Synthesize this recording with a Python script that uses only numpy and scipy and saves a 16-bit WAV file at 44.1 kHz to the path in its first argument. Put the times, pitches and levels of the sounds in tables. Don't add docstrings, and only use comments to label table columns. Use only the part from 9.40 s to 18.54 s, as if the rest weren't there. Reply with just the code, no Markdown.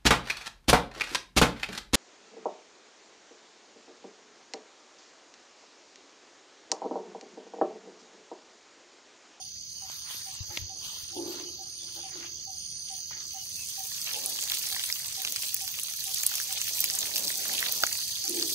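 import sys
import numpy as np
from scipy import signal
from scipy.io import wavfile
from scipy.ndimage import uniform_filter1d

SR = 44100
rng = np.random.default_rng(int(sys.argv[2]) if len(sys.argv) > 2 else 0)


def generate_wav(sig):
    pcm = np.round(np.clip(np.atleast_2d(sig).T, -1, 1) * 32767).astype(np.int16)
    wavfile.write(sys.argv[1], SR, pcm)


def rack_gain(trim_db):
    fader = np.asarray(trim_db, float)
    return 10 ** (fader / 20)


N = 403074

# pitch_hz, density_db (per Hz)
AIR_SPECTRUM = [(18, -27), (30, -20), (120, 8.5), (240, -6), (606, -74), (779, -30), (1240, -12),
                (2380, 28), (3000, -13), (3900, -32), (6600, -120)]
AIR_DB, RUMBLE_DB = -68.5, -64.5

# pitch_hz, share (0 to 1)
PORT_LIKENESS = [(40, .1), (250, 0.75), (1000, 0.34), (3000, 0.26), (6000, 0.18), (9000, 0.83),
                 (15000, 0.51)]
CUTOFF_HZ, PORTS_MERGE_HZ = 15700, 7000

# centre_s, peak_db
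BARBET_NOTES = [(.0, -56.5), (.445, -57.5), (.886, -57), (1.318, -57), (1.752, -59.5), (2.212, -56),
                (2.657, -54), (3.095, -55), (3.526, -54.5), (3.967, -53.5), (4.402, -52.5), (4.879, -56.5),
                (5.338, -58), (5.799, -56), (6.234, -56.5), (6.687, -58), (7.113, -57), (7.542, -60.5),
                (7.986, -59.5), (8.12, -55), (8.43, -54), (8.866, -57.5)]

# start_s, length_s, from_hz, to_hz, level_db
BIRD_CHIRPS = [
    (0.335, 0.18, 3060, 2850, -53.5),
    (0.923, 0.13, 2970, 2700, -50),
    (2.049, 0.066, 3080, 2930, -47),
    (2.373, 0.097, 3570, 3460, -46),
    (3.933, 0.121, 3160, 2850, -45.5),
    (4.148, 0.12, 2760, 2505, -44.5),
]

# start_s, end_s, level_db
KATYDID_PHRASES = [
    (-.4, 0.069, -50.5),
    (0.28, 0.46, -52),
    (0.5, 0.922, -49.5),
    (1.391, 1.875, -52.5),
    (2.195, 2.725, -51.5),
    (3.066, 3.623, -49),
    (3.975, 4.548, -48.5),
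    (4.9, 5.45, -53),
]

# time_s, level_db
CRICKET_LEVEL = [(0, -64), (4.0, -60), (8.2, -53), (8.5, -38), (9.14, -51)]
CRICKET_HZ, CRICKET_WIDTH_HZ, CRICKET_PULSES_PER_S = 4545, 61, 38

# time_s, high_band_db, low_band_db
CICADA_LEVELS = [(0.0, -48, -49), (0.41, -47, -48), (2.52, -47.5, -47), (2.95, -46, -48.5),
                 (3.39, -44.5, -46), (4.3, -45, -48), (5.45, -46, -46), (6.11, -46, -52), (9.14, -42, -42)]
# pitch_hz, width_hz, level_db
NEAR_TYMBAL = [(6286, 205, 17), (6064, 780, 14), (6450, 470, 18.5)]
FAR_TYMBALS = [(4567, 163, 7.5), (4775, 790, -3.5), (5150, 570, -1), (3340, 1400, -17)]

# peak_s, swell_s, fade_s, dull_db, bright_db
LITTER_RUSTLES = [(0.52, 0.047, 0.064, -54, -50.5), (0.71, 0.03, 0.12, -50, -47),
                  (0.9, 0.024, 0.083, -62, -57), (1.17, 0.038, 0.035, -48, -48.5),
                  (1.45, 0.028, 0.11, -54, -42.5), (1.62, 0.075, 0.065, -65.5, -72),
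                  (1.92, 0.11, 0.097, -53, -50.5), (2.55, 0.026, 0.17, -68, -53),
                  (2.84, 0.18, 0.033, -52.5, -70), (3.51, 0.063, 0.1, -68, -51),
                  (3.71, 0.0091, 0.17, -57, -73)]
DULL_FLOOR_DB, BRIGHT_FLOOR_DB = -74.5, -57
# pitch_hz, density_db (per Hz)
SCUFF_SPECTRUM = [(400, -63), (900, 9), (1500, 5.5), (2500, 9), (4000, 11.5), (7000, 0)]
CRUNCH_SPECTRUM = [(2900, 7), (4000, 1), (7000, -4.5), (10000, -3.5), (13000, -7), (17500, -2.5)]

# peak_s, level_db
SOIL_TREADS = [(1.12, -77), (1.37, -67.5), (1.93, -55), (2.77, -66.5), (4.63, -95), (4.86, -54.5),
               (5.3, -62), (5.9, -66), (6.85, -104), (7.43, -60), (7.82, -53.5), (7.62, -58), (8.1, -52.5),
               (8.4, -56.5), (9.04, -58)]
TREAD_SWELL_S, TREAD_FADE_S, TREAD_FLOOR_DB = 0.085, 0.1, -76.5

# start_s, peak_db, pitch_hz, decay_s
TWIG_SNAPS = [
    (0.498, -21.5, 3660, 0.0022),
    (0.709, -22, 5240, 0.0014),
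    (0.746, -26, 3820, 0.0032),
    (1.099, -38, 890, 0.013),
    (1.172, -9, 2240, 0.0036),
    (1.573, -32, 4060, 0.0027),
    (2.431, -35, 3290, 0.0033),
    (2.812, -27.5, 2400, 0.0019),
    (2.843, -29, 1500, 0.0054),
    (3.709, -33.5, 1065, 0.0062),
]

# start_s, peak_db, pitch_hz
HAND_THUDS = [
    (1.005, -25, 94.5),
    (1.092, -35, 98.5),
    (1.191, -36, 89),
    (1.217, -29, 82),
    (1.238, -32, 85),
    (1.469, -42, 70.5),
    (1.631, -39, 79.6),
]

# start_s, level_db
CAN_KNOCKS = [
    (1.764, -29),
    (2.568, -56),
    (2.753, -44),
    (3.712, -64.5),
]
# pitch_hz, width_hz, level_db
CAN_AIR_MODES = [(309, 50, 5), (339.4, 8.9, 19.5), (350, 57, 8), (228, 20, -14)]
CAN_WALL_MODES = [(477, 20, -3.5), (531, 31, -7), (567, 45, -6), (734, 51, -8), (847, 44, -1),
                  (1120, 81, -23)]

# peak_s, fade_s, hollow_db, wall_db
CAN_SLOPS = [
    (1.112, 0.15, -59, -52),
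    (4.76, .14, -66, -44.5),
    (1.787, 0.15, -34.5, -39),
    (2.45, 0.11, -59.5, -59.5),
    (2.58, 0.078, -61, -50.5),
    (2.762, 0.12, -51.5, -64),
    (3.731, 0.12, -61, -58),
    (8.898, 0.073, -39, -57),
    (8.96, 0.21, -39.5, -54),
]
SLOP_SWELL_S, WALL_FADE_SHARE = 0.018, 0.43

# start_s, peak_db, pitch_hz
HEAVY_DROPS = [(4.5063, -37, 3590), (4.5177, -28, 3700), (4.7443, -22, 3280), (4.9892, -19, 3050),
               (5.0381, -29, 3280), (5.1065, -35, 3500), (5.1203, -21, 3350), (5.1394, -35, 3700),
               (5.2406, -31, 2650), (5.279, -40, 3070), (5.347, -22, 3630), (5.364, -26, 1870),
               (5.3953, -21, 3270), (5.4415, -24, 3700), (5.5008, -23, 2100), (5.5594, -30, 3130),
               (5.601, -37, 3570), (5.724, -33, 3670), (5.819, -26, 3610), (5.8488, -18.5, 2800),
               (5.8743, -19, 3720), (5.9221, -31, 3490), (6.018, -41, 3440), (6.0952, -38, 3270),
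               (6.166, -34, 2450), (6.2144, -37, 2650), (6.2888, -23, 3340), (6.3507, -31, 3350),
               (6.3885, -26.5, 2970), (6.4843, -27, 3170), (6.836, -22, 2340), (6.8944, -38, 3270),
               (6.9164, -30, 1540), (6.9393, -27, 3550), (7.0003, -28, 1650), (7.0949, -28, 3470),
               (7.1653, -41, 2740), (7.177, -28, 2790), (7.2155, -33, 2580), (7.279, -25, 2730),
               (7.384, -28.5, 2620), (7.441, -22, 2250), (7.6304, -25, 3640), (7.76, -32, 3670),
               (7.7953, -32, 2850), (7.9033, -24.5, 1910), (8.0338, -27, 3230), (8.0554, -31, 1680),
               (8.096, -29, 1870), (8.1884, -22, 3450), (8.2271, -18.5, 1980), (8.4364, -17, 1310),
               (8.4361, -9, 1490), (8.4706, -27.5, 1990), (8.622, -30.5, 3030), (8.7628, -26, 3700)]
# start_s, peak_db, pitch_hz
MIDDLING_DROPS = [(4.2941, -29, 6170), (4.404, -26.5, 6340), (5.0256, -17, 6660), (5.039, -22, 4570),
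                  (5.1192, -13, 3670), (5.1397, -26, 3710), (5.326, -19, 4130), (5.3477, -28, 3910),
                  (5.4041, -26, 3890), (5.439, -18, 3800), (5.5255, -12, 5200), (5.7249, -25, 5980),
                  (5.7668, -24, 5280), (5.85, -14, 5950), (5.897, -25, 6040), (5.9224, -22, 6800),
                  (5.9613, -15, 4910), (5.982, -30, 5890), (6.166, -26, 6040), (6.278, -18, 5000),
                  (6.538, -20, 5860), (6.744, -26, 6970), (6.7825, -26, 5950), (6.8076, -23, 4510),
                  (6.8348, -17, 6800), (6.8638, -23, 5900), (6.8942, -22, 6810), (6.9541, -17, 5950),
                  (7.0144, -21, 6020), (7.126, -17, 6020), (7.1806, -24, 6200), (7.2145, -28, 6630),
                  (7.2156, -13.5, 6070), (7.3347, -18, 6400), (7.3926, -29, 4670), (7.3926, -24, 6560),
                  (7.441, -12, 5940), (7.4998, -13.5, 5300), (7.5871, -27, 6160), (7.6285, -18.5, 3850),
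                  (7.76, -13, 4500), (7.766, -12.5, 5300), (7.8406, -25, 5990), (7.873, -19, 6050),
                  (7.88, -14, 4900), (7.9558, -21, 5900), (8.0401, -21, 6550), (8.19, -24, 6460),
                  (8.4362, -5, 4530), (8.4663, -11.5, 6350), (8.5285, -16, 6860), (8.589, -26, 4570),
                  (8.6028, -27, 4600), (8.8243, -25, 4610), (8.841, -17, 6150), (8.8792, -13, 5670),
                  (8.9974, -15, 6110), (9.0257, -9.5, 4550), (9.057, -24, 6300), (9.1016, -25, 4570)]
MIDDLING_GAIN_DB = -1.5

# start_s, peak_db, pitch_hz
BURSTING_DROPS = [(4.39, -22, 15000), (4.4364, -25, 9130), (4.7886, -21, 10400), (4.8602, -9.5, 9600),
                  (4.897, -17, 10100), (5.037, -15, 7380), (5.117, -14, 13900), (5.264, -27, 15300),
                  (5.2969, -25, 14600), (5.4027, -27, 15400), (5.4167, -26, 15400), (5.492, -21, 7170),
                  (5.594, -21, 11000), (5.688, -29, 9240), (5.7235, -33, 8920), (5.767, -27, 7860),
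                  (5.8192, -17, 14000), (5.923, -12.5, 6860), (5.9614, -28, 6500), (6.144, -6, 15300),
                  (6.1645, -20, 13600), (6.2812, -20, 11700), (6.3972, -16, 9990), (6.4343, -12, 10500),
                  (6.6404, -16, 10100), (6.7448, -10.5, 7460), (6.7831, -16, 6590), (6.808, -16, 6810),
                  (6.8335, -8, 6800), (6.865, 0.5, 9840), (6.8938, -17, 6810), (6.9397, -21, 6920),
                  (6.9548, -13, 6770), (7.0001, -14.5, 6500), (7.1013, -29, 6680), (7.1263, -16, 9130),
                  (7.1796, -25, 6660), (7.2146, -30, 6730), (7.2146, -22, 6670), (7.3922, -11, 9400),
                  (7.4048, -6.5, 13900), (7.4422, -6.5, 11100), (7.551, -13, 9780), (7.5877, -10.5, 7140),
                  (7.607, -16, 6910), (7.7224, -27, 7530), (7.7583, -15, 12800), (7.7798, -11, 11700),
                  (7.9559, -29, 6740), (8.0811, -14, 14000), (8.1365, -17, 7030), (8.2048, -15, 15100),
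                  (8.2285, -29, 6970), (8.2707, -20, 6560), (8.3226, -9, 12000), (8.4049, -18, 6680),
                  (8.5286, -14, 7250), (8.6383, -32, 11600), (8.853, -21, 7240), (8.895, -11, 9400)]

# time_s, level_db
ROSE_FLOW = [(3.5, -77), (3.86, -52), (4.13, -45.5), (4.55, -41), (5.04, -37.5), (5.38, -36.5), (5.62, -40),
             (6.03, -37), (6.14, -40), (6.67, -38), (6.94, -35.5), (7.58, -36.5), (7.76, -35), (8.29, -36),
             (8.9, -38.5), (9.14, -33.5)]
# time_s, level_db
PATTER_LEVEL = [(3.5, -12.5), (5.0, -11), (5.5, -9.5), (6.3, -11), (8.4, -12.5), (8.6, -15.5), (8.97, -12),
                (9.14, -13.5)]
# pitch_hz, density_db (per Hz)
HISS_SPECTRUM = [(3200, -11.5), (4500, -6), (7000, -9.5), (10000, -11.5), (13000, -11.5), (17500, -10.5)]
PATTER_SPECTRUM = [(400, -12.5), (900, -7), (1500, -7.5), (2500, 2.5), (4000, 2.5), (7000, -28)]
# peak_s, level_db
JET_GUSHES = [
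    (4.73, -47.5),
    (5.14, -50.5),
    (5.38, -59),
    (5.7, -56),
    (6.94, -48),
    (7.3, -55.5),
    (7.65, -49.5),
    (8.0, -53),
    (8.289, -39.5),
]
GUSH_SWELL_S, GUSH_FADE_S = 0.096, 0.15


def rms_one(x):
    return x / np.sqrt(np.mean(x ** 2) + 1e-20)


def in_time(rows):
    s, *columns = np.transpose(rows)
    t = np.arange(N) / SR
    return [rack_gain(np.interp(t, s, c, left=-150, right=-150)) for c in columns]


def swell(s, swell_s, fade_s, level_db):
    t = np.arange(N) / SR - s
    return rack_gain(level_db) * np.exp(np.where(t < 0, t / abs(swell_s), -t / abs(fade_s)))


def at_hz(points, hz):
    points = np.array(points)
    return np.interp(np.log(hz), np.log(points[:, 0]), points[:, 1])


def drift(rate):
    r = np.exp(-80 * np.pi * rate / SR)
    white = rng.standard_normal(N // 40 + 2002)
    slow = signal.lfilter([1], [1, -2 * r, r * r], white)[2000:]
    return np.interp(np.arange(N) / 40, np.arange(len(slow)), rms_one(slow))


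def band(x, low_hz, high_hz):
    return signal.sosfilt(signal.butter(2, [low_hz, high_hz], "band", fs=SR, output="sos"), x)


def resonate(x, modes):
    out = 0
    for k, (hz, width, level_db) in enumerate(modes):
        r = np.exp(-np.pi * width * 1.55 / SR)
        b = (1 - r * r) / 2 * np.array([1, 0, -1])
        a = [1, -2 * r * np.cos(2 * np.pi * hz / SR), r * r]
        ringing = signal.lfilter(b, a, signal.lfilter(b, a, x))
        out = out + (-1) ** k * rack_gain(level_db) * ringing
    return out


def ports(common, own, share, order):
    share = np.clip(share, 0, 1)
    shared = np.array([np.roll(common, order), common])
    return np.sqrt(share) * shared + np.sqrt(1 - share) * own


def grains(spectrum, per_s, size_db, clump_db, bed, order, patchy_db=4.0):
    out = 0
    clumps = rack_gain(clump_db * (0.36 * drift(7.1) + drift(40.0)))
    edges = np.geomspace(spectrum[0][0], spectrum[-1][0], 9)
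    white = rng.standard_normal((2, 3, N))
    struck = rng.random(N) < per_s * clumps / SR
    sizes = rack_gain(size_db * np.minimum(rng.exponential(1, N), 2.3)) * struck
    home = rng.uniform(-1.4, 9, N)
    for k, (low, high) in enumerate(zip(edges, edges[1:])):
        hz = np.sqrt(low * high)
        fade = np.exp(-hz / SR / 4.0)
        bursts = signal.lfilter([1], [1, -fade], sizes * (np.abs(home - k) < 1.7))
        envelope = (bed + rms_one(bursts)) * clumps * rack_gain(patchy_db * drift(7.4))
        noise = rms_one(band(white[k % 2] * envelope, low, high))
        noise = noise * rack_gain(at_hz(spectrum, hz)) * np.sqrt(high - low)
        delay = order * (hz < PORTS_MERGE_HZ)
        out = out + ports(noise[0], noise[1:], at_hz(PORT_LIKENESS, hz), delay)
    return rms_one(out)


def add(out, s, burst):
    at = int(s * SR)
    burst = burst[:, max(-at, 0):N - at]
    out[:, max(at, 0):max(at, 0) + burst.shape[1]] += burst


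def far_air():
    return rack_gain(AIR_DB) * grains(AIR_SPECTRUM, per_s=30, size_db=1.1, clump_db=.4, bed=8.0, order=0)


def far_rumble():
    white = rng.standard_normal((3, N))
    low = rms_one(band(white * rack_gain(1.5 * drift(12.0)), 58, 155))
    return rack_gain(RUMBLE_DB + 3.5) * ports(low[0], low[1:], 0.79, order=0) * rack_gain([[2.5], [-2.5]])


def barbet():
    out, t = np.zeros((2, N)), np.arange(-.035, .035, 1 / SR)
    envelope = np.clip(np.cos(np.pi * t / .07), 0, 1) ** 1.37
    flutter = 1 + 0.28 * np.sin(2 * np.pi * 46.0 * t)
    note = envelope * flutter * np.sin(2 * np.pi * (770 * t - 280 * t ** 2))
    for s, level_db in BARBET_NOTES:
        heard = rack_gain(level_db + 11.5) * ports(note, 0, 0.77, order=7) * rack_gain([[-1.2], [1.2]])
        add(out, s - .035, heard)
        add(out, s + 0.02, rack_gain(-15.0) * heard)
        add(out, s + 0.062, rack_gain(-29) * heard[::-1])
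    return out


def far_birds():
    out = np.zeros((2, N))
    for s, length, from_hz, to_hz, level_db in BIRD_CHIRPS:
        along = np.arange(0, 1, 1 / SR / length)
        slide = 2 * np.pi * np.cumsum(from_hz + (to_hz - from_hz) * along) / SR
        blur = 1 + 0.18 * np.sin(2 * np.pi * 47.0 * length * along + np.array([[0], [1.5]]))
        wander = 1.52 * np.cumsum(rng.standard_normal((2, len(along))), axis=1) / 12
        add(out, s, rack_gain(level_db) * np.sin(np.pi * along) * blur * np.sin(slide + wander))
    return out


def katydid():
    t, gate, creep = np.arange(N) / SR, np.zeros(N), np.zeros(N)
    for start, end, level_db in KATYDID_PHRASES:
        along = np.clip(t - start, 0, end - start)
        strokes = np.abs(np.sin(np.pi * (122.5 * along - 7.8 * along ** 2))) ** 1.04
        rise, fall = np.clip(along / 0.13, 0, 1), np.clip((end - t) / 0.016, 0, 1)
        gate += rack_gain(level_db) * strokes * rise * fall
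        creep += (t < end) * (t > start) * (1 - np.exp(-along / 0.25))
    white = rng.standard_normal((3, N))
    file_hz = 8950 + 220 * creep + 60 * drift(100.0)
    file_tone = 1.5 * np.sin(2 * np.pi * np.cumsum(file_hz) / SR)
    wing = file_tone + rms_one(resonate(white, [(9370, 270, 0)]))
    return gate * ports(wing[0], wing[1:], 0.29, order=0) * rack_gain([[-4.5], [-1.5]])


def cricket():
    level, = in_time(CRICKET_LEVEL)
    turn = np.cumsum(CRICKET_PULSES_PER_S + 2.1 * drift(5.3)) / SR
    tone = rms_one(resonate(rng.standard_normal((3, N)), [(CRICKET_HZ, CRICKET_WIDTH_HZ, 0)]))
    pulses = 0.85 + .4 * np.cos(2 * np.pi * turn)
    return level * pulses * ports(tone[0], tone[1:], .7, order=-7)


def cicadas():
    high, low = in_time(CICADA_LEVELS)
    white = rng.standard_normal((2, 3, N))
    turn = np.cumsum(76.0 + .5 * drift(3.0)) / SR
    throb = .95 + np.exp(1.6 * (np.cos(2 * np.pi * turn) - 1))
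    near = rms_one(resonate(white[0] * throb, NEAR_TYMBAL))
    phase = 2 * np.pi * 34.6 * np.arange(N) / SR + 2.35 * drift(1.3)
    pulses = rack_gain(0.63 * drift(21.0) + 1.56 * np.cos(phase))
    far = rms_one(resonate(white[1] * pulses, FAR_TYMBALS))
    near = ports(near[0], near[1:], 0.35, order=-7) * rack_gain([[-3.5], [3.0]])
    far = ports(far[0], far[1:], 0.69, order=-7) * rack_gain([[-1.2], [.8]])
    return high * rack_gain(3.5) * near + low * rack_gain(4.0) * far


def litter():
    scuff, crunch = rack_gain(DULL_FLOOR_DB), rack_gain(BRIGHT_FLOOR_DB)
    for s, up, down, dull_db, bright_db in LITTER_RUSTLES:
        scuff = scuff + swell(s, up, down, dull_db)
        crunch = crunch + swell(s, up, down, bright_db)
    dull = grains(SCUFF_SPECTRUM, per_s=330, size_db=-8.0, clump_db=2.0, bed=4.8, order=-9)
    bright = grains(CRUNCH_SPECTRUM, per_s=440, size_db=-3.0, clump_db=1.2, bed=6.7, order=-9)
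    return scuff * rack_gain(8.5) * dull + crunch * rack_gain(4.0) * bright


def treads():
    level = rack_gain(TREAD_FLOOR_DB) + sum(swell(s, TREAD_SWELL_S, TREAD_FADE_S, db) for s, db in SOIL_TREADS)
    white = rng.standard_normal((3, N))
    soft = rms_one(band(white * rack_gain(2.0 * drift(25.0)), 150, 800))
    return level * rack_gain(6.0) * ports(soft[0], soft[1:], 0.17, order=0)


def snaps():
    out, t = np.zeros((2, N)), np.arange(3000) / SR
    noise = rng.standard_normal((len(TWIG_SNAPS), 3, 3000))
    for (s, level_db, hz, decay), white in zip(TWIG_SNAPS, noise):
        crack = rms_one(band(white, hz / 2.34, hz * 2.17))
        crack = crack + .5 * rms_one(band(white, 164, 1250)) + 0.31 * white
        age = 2.34 * t / decay
        add(out, s, rack_gain(level_db - 15) * np.exp(1 - age) * age * ports(crack[0], crack[1:], 0.66, order=0))
    return out


def thuds():
    out, t = np.zeros((2, N)), np.arange(3000) / SR
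    for s, level_db, hz in HAND_THUDS:
        swing = np.sin(2 * np.pi * hz * t) * t / 0.013 * np.exp(1 - t / 0.0063)
        add(out, s, rack_gain(level_db) * swing * rack_gain([[4.0], [-9.0]]))
    return out


def knocks():
    bumps = np.full(N, 1e-18)
    for s, level_db in CAN_KNOCKS:
        bumps[int(s * SR)] = rack_gain(level_db + 37.5)
    ringing = resonate(bumps, CAN_AIR_MODES) + rack_gain(5.5) * resonate(bumps, CAN_WALL_MODES)
    return ports(ringing, 0, 0.44, order=-13)


def slops():
    hollow = sum(swell(s, SLOP_SWELL_S, fade, db) for s, fade, db, _ in CAN_SLOPS)
    wall = sum(swell(s, SLOP_SWELL_S, fade * WALL_FADE_SHARE, db) for s, fade, _, db in CAN_SLOPS)
    drive = rng.standard_normal((2, N)) * rack_gain(2.5 * drift(38.0))
    can = hollow * rms_one(resonate(drive[0], CAN_AIR_MODES))
    can = can + wall * rack_gain(-1.5) * rms_one(resonate(drive[1], CAN_WALL_MODES))
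    return ports(can, 0, 1.0, order=-13)


def pops():
    out, t = np.zeros((2, N)), np.arange(600) / SR
    drops = HEAVY_DROPS + [(s, db + MIDDLING_GAIN_DB, hz) for s, db, hz in MIDDLING_DROPS]
    noise = rng.standard_normal((len(drops), 601))
    for (s, level_db, hz), white in zip(drops, noise):
        cycles = t * (hz + 900) / 1.72
        splash = rms_one(band(white[1:], hz / 2.45, hz * 1.86))
        tone = np.sin(2 * np.pi * hz * t) + 0.27 * splash
        burst = cycles * np.exp(1 - cycles) * tone + 0.11 * np.exp(-t / 0.0051) * splash
        side_db = np.tanh(white[0]) * np.array([[1], [-1]]) + [[-1.1], [.9]]
        add(out, s, rack_gain(level_db + 8.5) * ports(burst, 0, 0.19, order=6) * rack_gain(side_db))
    return out


def spats():
    out, t = np.zeros((2, N)), np.arange(400) / SR
    noise = rng.standard_normal((len(BURSTING_DROPS), 3, 400))
    noise[:, :, 4] += 6.0
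    impact = t / 0.00015 * np.exp(1 - t / 0.000048)
    splash_back = .15 * np.exp(-((t - .002) / 0.00045) ** 2)
    shape = impact + .12 * np.exp(-t / 0.0039) + splash_back
    for (s, level_db, hz), white in zip(BURSTING_DROPS, noise):
        crack = rms_one(band(white, hz / 1.04, min(hz * 1.057, CUTOFF_HZ)))
        crack = crack + 0.72 * rms_one(band(white, 6150, 18500))
        crack = shape * ports(crack[0], crack[1:], 0.46, order=0)
        add(out, s, rack_gain(level_db + 3.5) * crack / np.abs(crack).max())
    return out


def spray():
    flow, = in_time(ROSE_FLOW)
    gush = sum(swell(s, GUSH_SWELL_S, GUSH_FADE_S, db) for s, db in JET_GUSHES)
    heavy = flow * in_time(PATTER_LEVEL)[0] + gush
    hiss = grains(HISS_SPECTRUM, per_s=400, size_db=4.0, clump_db=1.2, bed=1.6, order=6, patchy_db=1.8)
    patter = grains(PATTER_SPECTRUM, per_s=200, size_db=4.5, clump_db=1.0, bed=1.0, order=6, patchy_db=2.0)
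    return flow * rack_gain(3.5) * hiss + heavy * rack_gain(3.5) * patter


def scene():
    background = far_air() + far_rumble() + barbet() + far_birds()
    insects = katydid() + cricket() + cicadas()
    carrying = litter() + treads() + snaps() + thuds() + knocks() + slops()
    water = pops() + (spray() + spats()) * rack_gain([[-.9], [.9]])
    return background + insects + carrying + water


def mask_weak_lines(x):
    _, _, z = signal.stft(x, nperseg=2048, noverlap=1024)
    power = np.mean(np.abs(z) ** 2, axis=0)
    power[:30] = 0
    masking = rack_gain(-28.0) * uniform_filter1d(power, size=161, axis=0) + rack_gain(-44.0) * power.mean(axis=0)
    bands = (9 * np.arange(1025) ** .33).astype(int) + np.arange(1025) // 40
    waver = uniform_filter1d(rng.standard_normal((bands[-1] + 1, z.shape[2])), size=2, axis=1)
    threshold = masking * rack_gain(24.0 * waver[bands])
    keep = (power > threshold) | (power == 0)
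    return signal.istft(z * keep, nperseg=2048, noverlap=1024)[1][:, :N]


def low_pass(x):
    return signal.sosfilt(signal.butter(12, 16820, fs=SR, output="sos"), x)


def record(dry):
    cut = signal.sosfilt(signal.ellip(10, .2, 50, CUTOFF_HZ, fs=SR, output="sos"), dry)
    rounded = 0.68 * np.tanh(cut / 0.72)
    return low_pass(mask_weak_lines(rounded))


dry = scene()
out = record(dry)
generate_wav(out)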